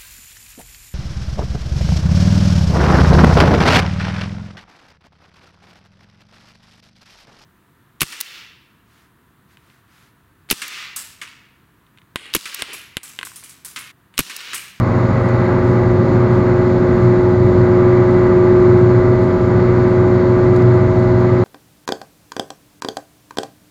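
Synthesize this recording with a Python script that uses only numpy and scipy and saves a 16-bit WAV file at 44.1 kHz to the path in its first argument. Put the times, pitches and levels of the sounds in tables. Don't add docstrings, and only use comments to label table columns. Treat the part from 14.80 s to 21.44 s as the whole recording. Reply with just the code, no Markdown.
import sys
import numpy as np
from scipy import signal
from scipy.fft import rfft, irfft, next_fast_len
from scipy.io import wavfile
from scipy.ndimage import uniform_filter1d, minimum_filter1d

SR = 44100
rng = np.random.default_rng(int(sys.argv[2]) if len(sys.argv) > 2 else 0)


def natural_amplitude(level_db):
    exponent = np.asarray(level_db, float) / 20
    return 10 ** exponent


def log_audio(samples):
    frames = np.atleast_2d(samples).T
    limited = np.clip(frames, -1, 1)
    pcm = np.round(limited * 32767).astype(np.int16)
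    wavfile.write(sys.argv[1], SR, pcm)


N = 292824
T = np.arange(N) / SR
WHEEL = .1553


def bump(s, length):
    return np.exp(-((T - s) / length) ** 2)


def walk(rate):
    hold = int(SR / rate)
    steps = np.repeat(rng.standard_normal(N // hold + 1), hold)
    return 0.77 * uniform_filter1d(uniform_filter1d(steps, hold), hold)[:N]


def noise(points, flicker_db, rate, peaks=()):
    size = next_fast_len(N)
    hz = np.maximum(np.arange(size // 2 + 1) * SR / size, 1)
    point_hz, point_db = np.transpose(points)
    density_db = np.interp(np.log(hz), np.log(point_hz), point_db, left=-140, right=-140)
    for centre, width, lift_db in peaks:
        density_db += lift_db / (1 + (2 * (hz - centre) / width) ** 2)
    spectrum = rfft(rng.standard_normal(size)) * natural_amplitude(density_db) * np.sqrt(SR / 2)
    out = 0
    for octave in range(4, 15):
        share = np.clip(1 - np.abs(np.log2(hz) - octave), 0, 1)
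        out = out + natural_amplitude(flicker_db * walk(rate)) * irfft(spectrum * share, size)[:N]
    return out


def band(low_hz, high_hz):
    sos = signal.butter(2, [low_hz, high_hz], "band", fs=SR, output="sos")
    return signal.sosfilt(sos, rng.standard_normal(N))


def line(turns, db, waver_db, blur):
    phase = 2 * np.pi * (turns + rng.random()) + blur * walk(6)
    return np.sqrt(2) * natural_amplitude(db + waver_db * walk(4)) * np.sin(phase)


# rockings a second in Hz, pitch swing in Hz,
# first crest in seconds.
SWAY = [(1.74, .09, .293), (1.15, .065, .83)]


def ball_passes():
    rocking = sum(swing * np.cos(2 * np.pi * rate * (T - s)) for rate, swing, s in SWAY)
    start_hz, gain_hz_per_s = 90.24, .106
    return np.cumsum(start_hz + gain_hz_per_s * T + rocking) / SR


# pitch in Hz, level in dB per Hz.
HISS = [(2000, -97.5), (2900, -85.5), (3500, -82), (4300, -80), (5000, -87), (5800, -91.5), (7000, -88.5),
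        (7400, -94.5), (7900, -105), (10500, -108), (11500, -106.5), (15800, -107)]


def wind():
    return noise(HISS, flicker_db=1.2, rate=14)


# pitch in Hz, level in dB per Hz.
BOOM = [(22, -71.5), (40, -50), (65, -46.5), (95, -45.5), (112, -36.5), (130, -42), (160, -43), (250, -47),
        (300, -49.5), (350, -46), (400, -52.5), (480, -53), (700, -59.5)]


def body_boom():
    return natural_amplitude(1.74 * walk(7)) * noise(BOOM, flicker_db=2.17, rate=5)


# pitch in Hz, level in dB per Hz.
ROAR = [(700, -60), (830, -56), (1200, -60.5), (1700, -67), (2100, -66.5), (2400, -77.5), (2900, -85),
        (3400, -93.5)]
# pitch in Hz, width in Hz, lift in dB.
PANELS = [(1177, 48, 5), (1307, 37, 4.5), (1475, 100, 4), (1634.8, 44, 6), (1973, 70, 5.5), (2240, 60, 3.5),
          (2345, 40, 3.5), (2523, 31, 7), (2740, 55, 5)]
# middle in seconds, roar change in dB, length in seconds.
PATCHES = [
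    (0.498, 1, 0.54),
    (2.454, -1.5, 0.12),
    (3.2, 0.5, 0.28),
    (4.1, -1, 0.089),
    (5.4, -.5, 0.46),
    (6.25, 0, .15),
]


def tyre_roar(turns):
    patches_db = sum(db * bump(s, length) for s, db, length in PATCHES)
    grit = natural_amplitude(1.28 * walk(7.8) + patches_db)
    roar = grit * noise(ROAR, flicker_db=.5, rate=8.2, peaks=PANELS)
    return roar * (1 + 0.079 * np.sin(2 * np.pi * turns))


# time into the row in seconds, level in dB, length in seconds.
SWISHES = [
    (.44, -71.5, .055),
    (.64, -75, .022),
    (.89, -71.5, .048),
    (1.07, -76, .015),
    (1.55, -72, .055),
]


def high_swishes():
    row_s = 1.775
    swelling = sum(natural_amplitude(db) * bump(s + row * row_s, length) for s, db, length in SWISHES for row in range(4))
    return natural_amplitude(2.5 * walk(60)) * swelling * (5.5 * band(7000, 9300) + 2.1 * band(9000, 12500))


# start in seconds, peak level in dB, extra middle ring in dB, extra top ring in dB.
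TICKS = [(0.071, -50.5, 1, 0), (0.115, -55, 0.1, 3.5), (0.4871, -50, 11.5, -3), (0.9955, -54.5, -2, 7),
         (1.0794, -57.5, 3, -1), (1.498, -52.5, 0, -3), (1.943, -52.5, 1, -1), (2.8122, -54, 0, 0.5),
         (3.9219, -49.5, 0, 7), (4.3488, -52.5, -4, 2.5), (5.3442, -47.5, -4.5, 3.5), (5.7623, -40, 1, -2),
         (5.8194, -43, -3, -1), (6.406, -49, -3, 3.5)]


def trim_ticks():
    low, middle, top = 9 * band(3600, 4900), 3.5 * band(6300, 7500), band(11000, 15500)
    out = 0
    for s, db, middle_db, top_db in TICKS:
        fade = (T >= s) * np.exp(-np.maximum(T - s, 0) / 0.006)
        ring = low + natural_amplitude(middle_db) * middle + natural_amplitude(top_db) * top
        out = out + natural_amplitude(db - 6.0) * fade * ring
    return out


def trim_creaks():
    creaks_per_s, creak_db, spread_db, fade_s = 12, -72, 3.5, .002
    slips = rng.random(N) < creaks_per_s / SR
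    starts = slips * natural_amplitude(creak_db + spread_db * rng.exponential(size=N))
    fading = signal.lfilter([1], [1, -np.exp(-1 / (fade_s * SR))], starts)
    return fading * 2 * band(8000, 15500)


# cycles per wheel turn, level in dB.
TYRE = [(2, -46), (3, -37), (4, -39), (5, -46), (6, -40), (8, -32), (9, -35), (10, -39), (27.75, -36),
        (36.35, -41)]


def tyre_hum(wheel):
    return sum(line(k * wheel, db, waver_db=1.5, blur=0.38) for k, db in TYRE)


# multiple of the firing pitch, level in dB.
ENGINE = [(1, -22), (2, -42), (3, -45), (3.25, -38), (4, -36), (5, -39), (6, -51), (6.25, -43), (8, -53),
          (10, -55)]


def engine_hum(turns):
    firing = 1.0765 * turns
    return sum(line(k * firing, db, waver_db=2.5, blur=0.12) for k, db in ENGINE)


def race(turns, wheel, table, loud, loud_db):
    out = 0
    for k, db, below_db, above_db in table:
        k = round(k)
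        if k == loud:
            out = out + line(k * turns, loud_db, waver_db=1.17, blur=0.21)
        else:
            out = out + line(k * turns, db, waver_db=1.5 + .05 * k, blur=.025 * k)
        for side, side_db in ((-1, below_db), (0.96, above_db)):
            if side_db > -60:
                out = out + line(k * turns + side * wheel, side_db, waver_db=0.5, blur=0.37)
    return out


# harmonic number, level in dB, side tone one wheel turn below in dB,
# side tone one wheel turn above in dB.
INNER = [(1, -18, -45, -46), (2, -29, -27, -33), (4, -53, -44, -45), (5, -57, -43, -52), (7, -42, -48, -44),
         (8, -44, -50, -51), (10, -49, -64, -58), (11, -54, -47, -52)]
# middle in seconds, change in dB.
SWELLS = [(1.25, 2.5), (1.95, -7.5), (2.27, 7.5), (2.75, -4), (3.2, 6), (3.5, -8), (4.08, 5.5), (4.52, -17),
          (5.32, -1.5), (5.88, 7), (6.43, 3)]


def inner_race(turns, wheel):
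    load_db = 1.5 * walk(6) + sum(db * bump(s, .055) for s, db in SWELLS)
    return race(1.333 * turns, wheel, INNER, loud=1, loud_db=-18 + load_db)


# harmonic number, level in dB, side tone one wheel turn below in dB,
# side tone one wheel turn above in dB.
OUTER = [(1, -46, -50, -45), (2, -25, -43, -32), (3, -30, -52, -54), (4, -14, -36, -39), (5, -36, -59, -53),
         (6, -29, -57, -52), (7, -29, -56, -52), (8, -45, -50, -45), (9, -45, -58, -49),
         (10, -43, -65, -64), (11, -40, -61, -56), (12, -41, -65, -64), (13, -39, -65, -64),
         (14, -46, -66, -68), (15, -57, -67, -66), (16, -46, -54, -55), (17, -47, -68, -66),
         (18, -53, -61, -67), (19, -61, -64, -71), (20, -59, -72, -68), (21, -58, -69, -71),
         (22, -47, -69, -66), (23, -58, -71, -64), (24, -64, -65, -74), (25, -72, -76, -68),
         (26, -64, -68, -72)]
# harmonic number,
# change in dB per second.
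DRIFT = [(7, .3), (9, -.6), (11, .8), (12, -.9), (13, -.9), (22, -.6)]
# time in seconds, level in dB.
DRONE = [(0.1, -29), (0.15, -20.5), (0.35, -24.5), (0.66, -19), (2.42, -13.5), (2.54, -14.5), (3.19, -11),
         (3.25, -13.5), (3.81, -10.5), (4.52, -15), (5.31, -13), (5.4, -15), (5.55, -13), (6.6, -16)]


def outer_race(turns, wheel):
    drift = dict(DRIFT)
    drifting = [(k, db + drift.get(k, 0) * (T - T.mean()), *sides) for k, db, *sides in OUTER]
    drone_s, drone_db = np.transpose(DRONE)
    return race(turns, wheel, drifting, loud=4, loud_db=np.interp(T, drone_s, drone_db))


def scene():
    turns = ball_passes()
    wheel = WHEEL * turns
    background = wind() + body_boom() + tyre_roar(turns) + high_swishes() + tyre_hum(wheel)
    trim = trim_ticks() + trim_creaks()
    bearing = inner_race(turns, wheel) + outer_race(turns, wheel)
    return (background + trim + engine_hum(turns) + bearing)[None]


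def top_cut(x):
    return signal.sosfilt(signal.butter(12, 15750, fs=SR, output="sos"), x)


def record(dry):
    gain = np.maximum(np.abs(dry[0]) / .82, 1) ** -.7
    gain = minimum_filter1d(gain, size=301)
    gain = uniform_filter1d(uniform_filter1d(gain, size=151), size=151)
    return top_cut(dry * gain)


dry = scene()
out = record(dry)
log_audio(out)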